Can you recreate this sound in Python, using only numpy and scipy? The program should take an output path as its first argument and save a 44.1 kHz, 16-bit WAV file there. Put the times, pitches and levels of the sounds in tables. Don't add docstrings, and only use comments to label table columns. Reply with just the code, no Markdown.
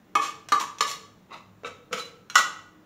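import sys
import numpy as np
from scipy import signal
from scipy.io import wavfile
from scipy.ndimage import uniform_filter1d

SR = 44100
rng = np.random.default_rng(int(sys.argv[2]) if len(sys.argv) > 2 else 0)


def digitize_waveform(pressure):
    field = np.atleast_2d(pressure).T
    bounded = np.clip(field, -1, 1)
    quanta = np.round(bounded * 32767).astype(np.int16)
    wavfile.write(sys.argv[1], SR, quanta)


def magnitude_from_level(level_db):
    exponent = np.asarray(level_db, float) / 20
    return 10 ** exponent


N = 125685
PIVOT_HZ = 1160


def evened(x):
    return x / np.sqrt(np.mean(x ** 2) + 1e-20)


def read(points, hz):
    f, value = np.transpose(points)
    return np.interp(np.log(hz + 1), np.log(f + 1), value)


def add(mix, s, sound):
    part = mix[round(s * SR):][:len(sound)]
    part += sound[:len(part)]


def colour(x, points, tilt_db=0):
    hz = abs(np.fft.fftfreq(4096, 1 / SR))
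    gain_db = read(points, hz) + tilt_db * np.log2((hz + 50) / PIVOT_HZ)
    log_gain = np.log(magnitude_from_level(gain_db))
    taps = np.fft.ifft(np.exp(np.conj(signal.hilbert(log_gain)))).real[:2048]
    return signal.oaconvolve(x, taps)[:len(x)]


# pitch in Hz, level in dB per Hz.
AIR_SPECTRUM = [(30, -16), (70, -12), (170, -2.5), (400, -10.5), (1200, -18.5), (3000, -28), (5500, -31.5),
                (7000, -35)]


def house_air():
    level_db, patch_db = -61.5, 1
    frames, hz = N // 512 + 5, np.fft.rfftfreq(2048, 1 / SR)
    a, b, patches = rng.standard_normal((frames, 1025, 3)).T
    patches = uniform_filter1d(patches, size=10, axis=0)
    patches = evened(uniform_filter1d(patches, size=10, axis=1))
    size = magnitude_from_level(read(AIR_SPECTRUM, hz)[:, None] + patch_db * patches)
    air = signal.istft((a + 1j * b) * size, nperseg=2048, noverlap=1536)[1][:N]
    return magnitude_from_level(level_db) * evened(air)


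# pitch in Hz, width of its wavering in Hz, level in dB.
HUM_TONES = [(101, 7.3, -70.5), (188.5, 5.1, -71), (310.4, 3.6, -70.5), (141, 1.5, -76.5)]


def appliance_hum():
    out = np.zeros(N)
    for hum_hz, width_hz, db in HUM_TONES:
        r = np.exp(-np.pi * width_hz / SR)
        p, q = rng.standard_normal((N, 2)).T
        slow = signal.lfilter([1], np.convolve([1, -r], [1, -r]), p + 1j * q)
        tone = (slow * np.exp(2j * np.pi * hum_hz * np.arange(N) / SR)).real
        out += magnitude_from_level(db) * evened(tone)
    return out


# pitch in Hz, time to fall by 60 dB in seconds.
KITCHEN_DECAY = [(200, 1), (1000, 0.55), (3000, 0.53), (7000, 0.47), (14000, 0.35)]


def kitchen_echoes():
    early_db, early_t60_s = 1.5, 0.17
    level_db, first_echo_s = -1.5, 0.004
    taps = np.zeros(SR)
    at = np.arange(0, SR - 8, 8)
    taps[at + rng.integers(0, 8, len(at))] = rng.choice([-1., 1.], len(at))
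    hz, t, z = signal.stft(taps, SR, nperseg=256)
    late = magnitude_from_level(-60 * t / read(KITCHEN_DECAY, hz)[:, None])
    early = magnitude_from_level(early_db - 60 * t / early_t60_s)
    tail = signal.istft(z * (late + early), SR, nperseg=256)[1]
    return np.r_[np.zeros(round(first_echo_s * SR)), magnitude_from_level(level_db) * tail / np.linalg.norm(tail)]


# pitch in Hz, level in dB.
CRACK_SPECTRUM = [(60, -74.5), (200, 0.5), (500, 4), (1200, 8.5), (3000, 8.5), (6000, 6.5), (10000, -2.5),
                  (16000, 11)]


def crack(burst, tilt_db):
    return colour(burst, CRACK_SPECTRUM, tilt_db)


def ring(modes, tilt_db, rise_s, damping=1):
    sag_share, sag_s = 0.00794, 0.04
    t = np.arange(0, .45, 1 / SR)[:, None]
    hz, db, t60 = np.transpose(modes)
    size = magnitude_from_level(db + tilt_db * np.log2(hz / PIVOT_HZ) - 60 * t / (damping * t60))
    bent = t - sag_share * sag_s * np.exp(-t / sag_s)
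    tones = size * np.sin(2 * np.pi * hz * bent + np.arange(len(hz)) ** 2)
    return tones.sum(1) * np.minimum(t[:, 0] / rise_s, 1)


def knock(modes, s, ring_db, crack_db, tilt_db, rise_s):
    crack_t60_s = 0.039
    t = np.arange(0, .45, 1 / SR)
    burst = rng.standard_normal(len(t)) * magnitude_from_level(-60 * t / crack_t60_s) * np.minimum(t / rise_s, 1)
    return s, magnitude_from_level(ring_db) * ring(modes, tilt_db, rise_s) + magnitude_from_level(crack_db) * crack(burst, tilt_db)


def drag(modes, s, length_s, ring_db, rasp_db, tilt_db):
    slips_per_s, spread_db, slip_rise_s = 2500, 3.2, 0.00078
    damping, peak, swell = 0.29, 0.86, 1.17
    sign, luck, chance = rng.random((8000, 3)).T
    slips = np.sign(sign - .5) * magnitude_from_level(-spread_db * np.log(luck + 0.014))
    slips = slips * (chance < slips_per_s / SR)
    progress = np.clip(np.arange(8000) / SR / length_s, 0, 1)
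    stroke = abs(np.sin(np.pi * progress ** peak)) ** swell
    slips = np.pad(evened(slips) * stroke, (0, 4000))
    body = ring(modes, tilt_db, slip_rise_s, damping)
    rung = signal.fftconvolve(slips, body / np.linalg.norm(body))[:len(slips)]
    return s, magnitude_from_level(ring_db) * rung + magnitude_from_level(rasp_db) * crack(slips, tilt_db)


def touches(modes, knocks, drags=()):
    out = np.zeros(N)
    for row in knocks:
        add(out, *knock(modes, *row))
    for row in drags:
        add(out, *drag(modes, *row))
    return out


# pitch in Hz, level in dB, time to fall by 60 dB in seconds.
SCOOP_MODES = [(584, -9, 0.013), (1084, 6, 0.029), (1242, -2.5, 0.043), (1380, -5, 0.062), (2062, -6, 0.1),
               (2600, 2.5, 0.03), (3750, 1, 0.024), (4800, -9, 0.034)]
# start in seconds, ring in dB, crack in dB, brightness in dB per octave, rise in seconds.
SCOOP_TAPS = [
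    (1.296, -62, -70, -6, 0.0011),
    (1.316, -45, -64, -9, 0.0014),
    (1.326, -52, -59, 1, 0.00075),
    (1.34, -52, -68, 3.5, .001),
    (1.362, -51.5, -70, -17, 0.0012),
    (1.385, -62, -70, -3, .0008),
]
# start and length in seconds, ring in dB, rasp in dB, brightness in dB per octave.
SCOOP_SCRAPES = [
    (1.285, 0.041, -61.5, -65, -12),
    (1.3, 0.072, -47, -55.5, -5.5),
    (1.325, 0.028, -44, -60, 0.5),
    (1.35, 0.049, -76, -61.5, -1.5),
]


def scoop():
    return touches(SCOOP_MODES, SCOOP_TAPS, SCOOP_SCRAPES)


# pitch in Hz, level in dB, time to fall by 60 dB in seconds.
TIP_MODES = [(1200, -18.5, .015), (2500, -4, .015), (3300, -3.5, .02), (3200, -16.5, .015), (5660, -3, .02),
             (5760, 4.5, .015), (6500, -11, .012)]
# start in seconds, ring in dB, crack in dB, brightness in dB per octave, rise in seconds.
TIP_TICKS = [
    (0.4866, -40, -40.5, 0.49, 0.00025),
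    (0.7843, -40.5, -47, 0.66, 0.0003),
]


def tip():
    return touches(TIP_MODES, TIP_TICKS)


# pitch in Hz, level in dB, time to fall by 60 dB in seconds.
BOWL_MODES = [(960, 6, 0.031), (1067, 5.5, 0.051), (3954, -0.5, 0.057), (4730, -17, 0.026),
              (2870, -4.5, 0.06)]
# start in seconds, ring in dB, crack in dB, brightness in dB per octave, rise in seconds.
BOWL_BUMPS = [
    (0.606, -28, -44, -7, 0.0035),
    (1.995, -51.5, -71, 10, .002),
    (2.017, -53.5, -76, 9.5, 0.006),
    (2.051, -58, -59.5, 4.5, 0.0034),
]


def bowl():
    return touches(BOWL_MODES, BOWL_BUMPS)


# pitch in Hz, level in dB, time to fall by 60 dB in seconds.
LIP_MODES = [(1390, -0.5, 0.033), (2925, 0.5, 0.014), (3290, -8.5, 0.025), (4080, -3, .04), (5670, -3, .02),
             (6500, -5, .015)]
# start in seconds, ring in dB, crack in dB, brightness in dB per octave, rise in seconds.
LIP_TAP = [
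    (2.2991, -35, -41, 0.082, 0.00073),
]


def lip():
    return touches(LIP_MODES, LIP_TAP)


# pitch in Hz, level in dB, time to fall by 60 dB in seconds.
WALL_MODES = [(245, -11.5, 0.042), (480, 6.5, 0.081), (769, -10.5, 0.0277), (1150, 1, 0.066),
              (1293, 3, 0.083), (1518, -4.5, 0.054), (2280, 1, 0.037), (2626, 5, 0.021),
              (3070, -12.5, 0.031), (3750, -9.5, 0.091), (3730, -12, 0.09), (5400, -23, .03)]
# start in seconds, ring in dB, crack in dB, brightness in dB per octave, rise in seconds.
WALL_HITS = [
    (1.634, -57, -43, -7.5, .0005),
    (1.6457, -36.5, -57, 1, 0.0021),
]
# start and length in seconds, ring in dB, rasp in dB, brightness in dB per octave.
WALL_SCRAPES = [
    (1.648, 0.041, -54, -43.5, -2.5),
]


def wall():
    return touches(WALL_MODES, WALL_HITS, WALL_SCRAPES)


# pitch in Hz, level in dB, time to fall by 60 dB in seconds.
SHOULDER_MODES = [(194, -9, 0.038), (448, -5.5, 0.065), (487.5, 2.5, 0.067), (1127, -1, 0.069),
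                  (1256, -4, 0.12), (1309, 4.5, 0.068), (1437, -10.5, 0.088), (1920, -7.5, 0.056),
                  (2270, -1.5, 0.046), (2454, -14, 0.078), (3107, -9, 0.091), (3670, -15.5, 0.066),
                  (4070, -7, 0.026), (5580, -11.5, 0.052)]
# start in seconds, ring in dB, crack in dB, brightness in dB per octave, rise in seconds.
SHOULDER_HITS = [
    (1.91, -51.5, -47.5, -7.5, 0.0022),
    (1.928, -33.5, -29, -0.2, 0.0015),
    (1.973, -38, -47, 2.5, 0.0056),
]
# start and length in seconds, ring in dB, rasp in dB, brightness in dB per octave.
SHOULDER_SCRAPES = [
    (1.917, 0.04, -43.5, -44, -2.1),
    (1.954, 0.075, -51.5, -48.5, 0.8),
]


def shoulder():
    return touches(SHOULDER_MODES, SHOULDER_HITS, SHOULDER_SCRAPES)


# pitch in Hz, level in dB, time to fall by 60 dB in seconds.
SEAM_MODES = [(437, -14.5, 0.086), (953, -15, 0.073), (1139, 0.5, 0.12), (1211, -2.5, 0.14),
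              (1720, -3.5, 0.057), (2106, -5.5, 0.03), (2963, -5, 0.037), (3190, -18, 0.022),
              (3790, -4.5, 0.035), (4260, -0.5, 0.029), (5080, -19, 0.1), (5360, -7.5, 0.055),
              (7170, -18, 0.1), (7710, -29, .04)]
# start in seconds, ring in dB, crack in dB, brightness in dB per octave, rise in seconds.
SEAM_HITS = [
    (0.8064, -21, -22, 0.46, 0.0024),
    (0.913, -42, -43.5, 4.1, 0.00046),
]
# start and length in seconds, ring in dB, rasp in dB, brightness in dB per octave.
SEAM_SCRAPES = [
    (0.861, 0.065, -49, -45, 2.47),
]


def seam():
    return touches(SEAM_MODES, SEAM_HITS, SEAM_SCRAPES)


# pitch in Hz, level in dB, time to fall by 60 dB in seconds.
FLANK_MODES = [(1727, -3.5, 0.036), (2176, -2, 0.032), (2270, -5.5, 0.032), (2510, -10.5, .15),
               (2640, -15, 0.03), (2944, -12, 0.031), (3140, -12, 0.071), (3360, -17.5, .08),
               (4230, -23.5, .05), (4270, -13.5, 0.029), (5580, -14, 0.043), (6310, -16.5, 0.032),
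               (7190, -19.5, .06), (8660, -31, .04)]
# start in seconds, ring in dB, crack in dB, brightness in dB per octave, rise in seconds.
FLANK_HITS = [
    (0.1524, -21.5, -55, 0.1, 0.0017),
]
# start and length in seconds, ring in dB, rasp in dB, brightness in dB per octave.
FLANK_SCRAPES = [
    (.2, 0.13, -47.5, -59.5, 3.4),
]


def flank():
    return touches(FLANK_MODES, FLANK_HITS, FLANK_SCRAPES)


# pitch in Hz, level in dB, time to fall by 60 dB in seconds.
HEEL_MODES = [(1707, 0, 0.039), (2060, -4, 0.033), (2900, -7, 0.034), (3130, -16, 0.062), (3770, -10, .06),
              (3830, -6, 0.036), (4230, -9, 0.071), (4640, -12, .06), (5620, -10.5, 0.039),
              (5630, -15.5, .06), (6600, -22.5, .05), (6150, -25, .06), (7500, -35.5, .05),
              (8350, -12, .03)]
# start in seconds, ring in dB, crack in dB, brightness in dB per octave, rise in seconds.
HEEL_HITS = [
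    (0.5216, -22.5, -62, .1, 0.00076),
]
# start and length in seconds, ring in dB, rasp in dB, brightness in dB per octave.
HEEL_SCRAPES = [
    (0.597, 0.041, -55, -43, 1.8),
]


def heel():
    return touches(HEEL_MODES, HEEL_HITS, HEEL_SCRAPES)


# pitch in Hz, level in dB, time to fall by 60 dB in seconds.
BRIM_MODES = [(3470, -1, 0.043), (3430, 0, 0.032), (3870, -3, 0.068), (4120, -6.5, 0.062),
              (4080, -11, 0.042), (5290, -2.5, .05), (5450, -2.5, 0.031), (5960, -18.5, .05),
              (6597, -9.5, 0.037), (6830, -0.5, 0.05), (7450, 4.5, 0.045), (7760, -1.5, 0.026),
              (8750, -5.5, 0.019)]
# start in seconds, ring in dB, crack in dB, brightness in dB per octave, rise in seconds.
BRIM_HITS = [
    (2.3559, -29, -60, .1, 0.00056),
    (2.378, -39, -51, .1, .002),
]
# start and length in seconds, ring in dB, rasp in dB, brightness in dB per octave.
BRIM_SCRAPES = [
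    (2.359, 0.023, -36.5, -44, 0.087),
]


def brim():
    return touches(BRIM_MODES, BRIM_HITS, BRIM_SCRAPES)


# pitch in Hz, level in dB, time to fall by 60 dB in seconds.
RIM_MODES = [(562, -22.5, 0.058), (789, -11, 0.022), (1080, -11, 0.15), (1123, -3, 0.052),
             (1279, -10, 0.16), (1220, -3, 0.12), (1312, -5.5, 0.15), (1442, -1, 0.13), (1516, -10, 0.024),
             (1936, -4, 0.09), (2760, -9, 0.053), (2884, -12.5, 0.056), (2970, -16.5, 0.081)]
# start in seconds, ring in dB, crack in dB, brightness in dB per octave, rise in seconds.
RIM_HITS = [
    (2.344, -43.5, -51, 4.5, 0.0034),
    (2.355, -14, -22.5, 1.9, 0.00069),
]
# start and length in seconds, ring in dB, rasp in dB, brightness in dB per octave.
RIM_SCRAPES = [
    (2.364, 0.046, -45.5, -32.5, 0.69),
]


def rim():
    return touches(RIM_MODES, RIM_HITS, RIM_SCRAPES)


# pitch in Hz, level in dB, time to fall by 60 dB in seconds.
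BASE_MODES = [(316, -12, 0.049), (441, -20.5, 0.18), (698, -27.5, 0.0856), (816, -14, 0.11),
              (966, -4.5, 0.029), (1070, -18.5, .08), (1112, -9, 0.22), (1154, -3.5, 0.2), (1206, 4, 0.088),
              (1207, -19.5, 0.097), (1286, -22.5, 0.043)]
# start in seconds, ring in dB, crack in dB, brightness in dB per octave, rise in seconds.
BASE_HITS = [
    (0.1522, -16, -32.5, 1.66, 0.0018),
    (0.52, -16.5, -31.5, 2, 0.00044),
]
# start and length in seconds, ring in dB, rasp in dB, brightness in dB per octave.
BASE_SCRAPES = [
    (0.198, 0.083, -58, -44, 0.5),
    (0.594, 0.011, -59, -36.5, 0.5),
]


def base():
    return touches(BASE_MODES, BASE_HITS, BASE_SCRAPES)


def can():
    soft = scoop() + tip() + bowl() + lip() + wall() + shoulder()
    hard = seam() + flank() + heel() + brim() + rim() + base()
    low_cut = signal.butter(4, 140, "high", fs=SR, output="sos")
    return signal.sosfilt(low_cut, soft + hard)


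def scene():
    sway_per_s = 1.703
    tin = can()
    turn = np.pi * sway_per_s * np.arange(N) / SR
    wet = np.zeros(N)
    for k in range(3):
        facing = np.cos(turn + k * np.pi / 3)
        wet += signal.fftconvolve(tin * facing, kitchen_echoes())[:N]
    return (tin + np.sqrt(2 / 3) * wet + house_air() + appliance_hum())[None]


# pitch in Hz, gain in dB.
MIC_COLOUR = [(4200, 3.5), (4700, -1.5), (5600, 2.5), (7400, 5.5), (8000, -8), (8800, -0.5), (12500, -12),
              (16500, -28.5)]
# pitch in Hz, level in dB.
MIC_HISS = [(3000, -87), (9000, -91), (15000, -70)]


def microphone(sound):
    knee, edge_hz = 1.4, 15760
    heard = knee * np.tanh(colour(sound, MIC_COLOUR) / knee)
    heard = heard + colour(rng.standard_normal(N), MIC_HISS)
    return signal.oaconvolve(heard, signal.firwin(767, edge_hz, fs=SR), "same")


def band_limit(x):
    return signal.sosfilt(signal.butter(12, 16950, fs=SR, output="sos"), x)


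def record(dry):
    mix = microphone(dry[0])[None]
    return band_limit(mix)


dry = scene()
out = record(dry)
digitize_waveform(out)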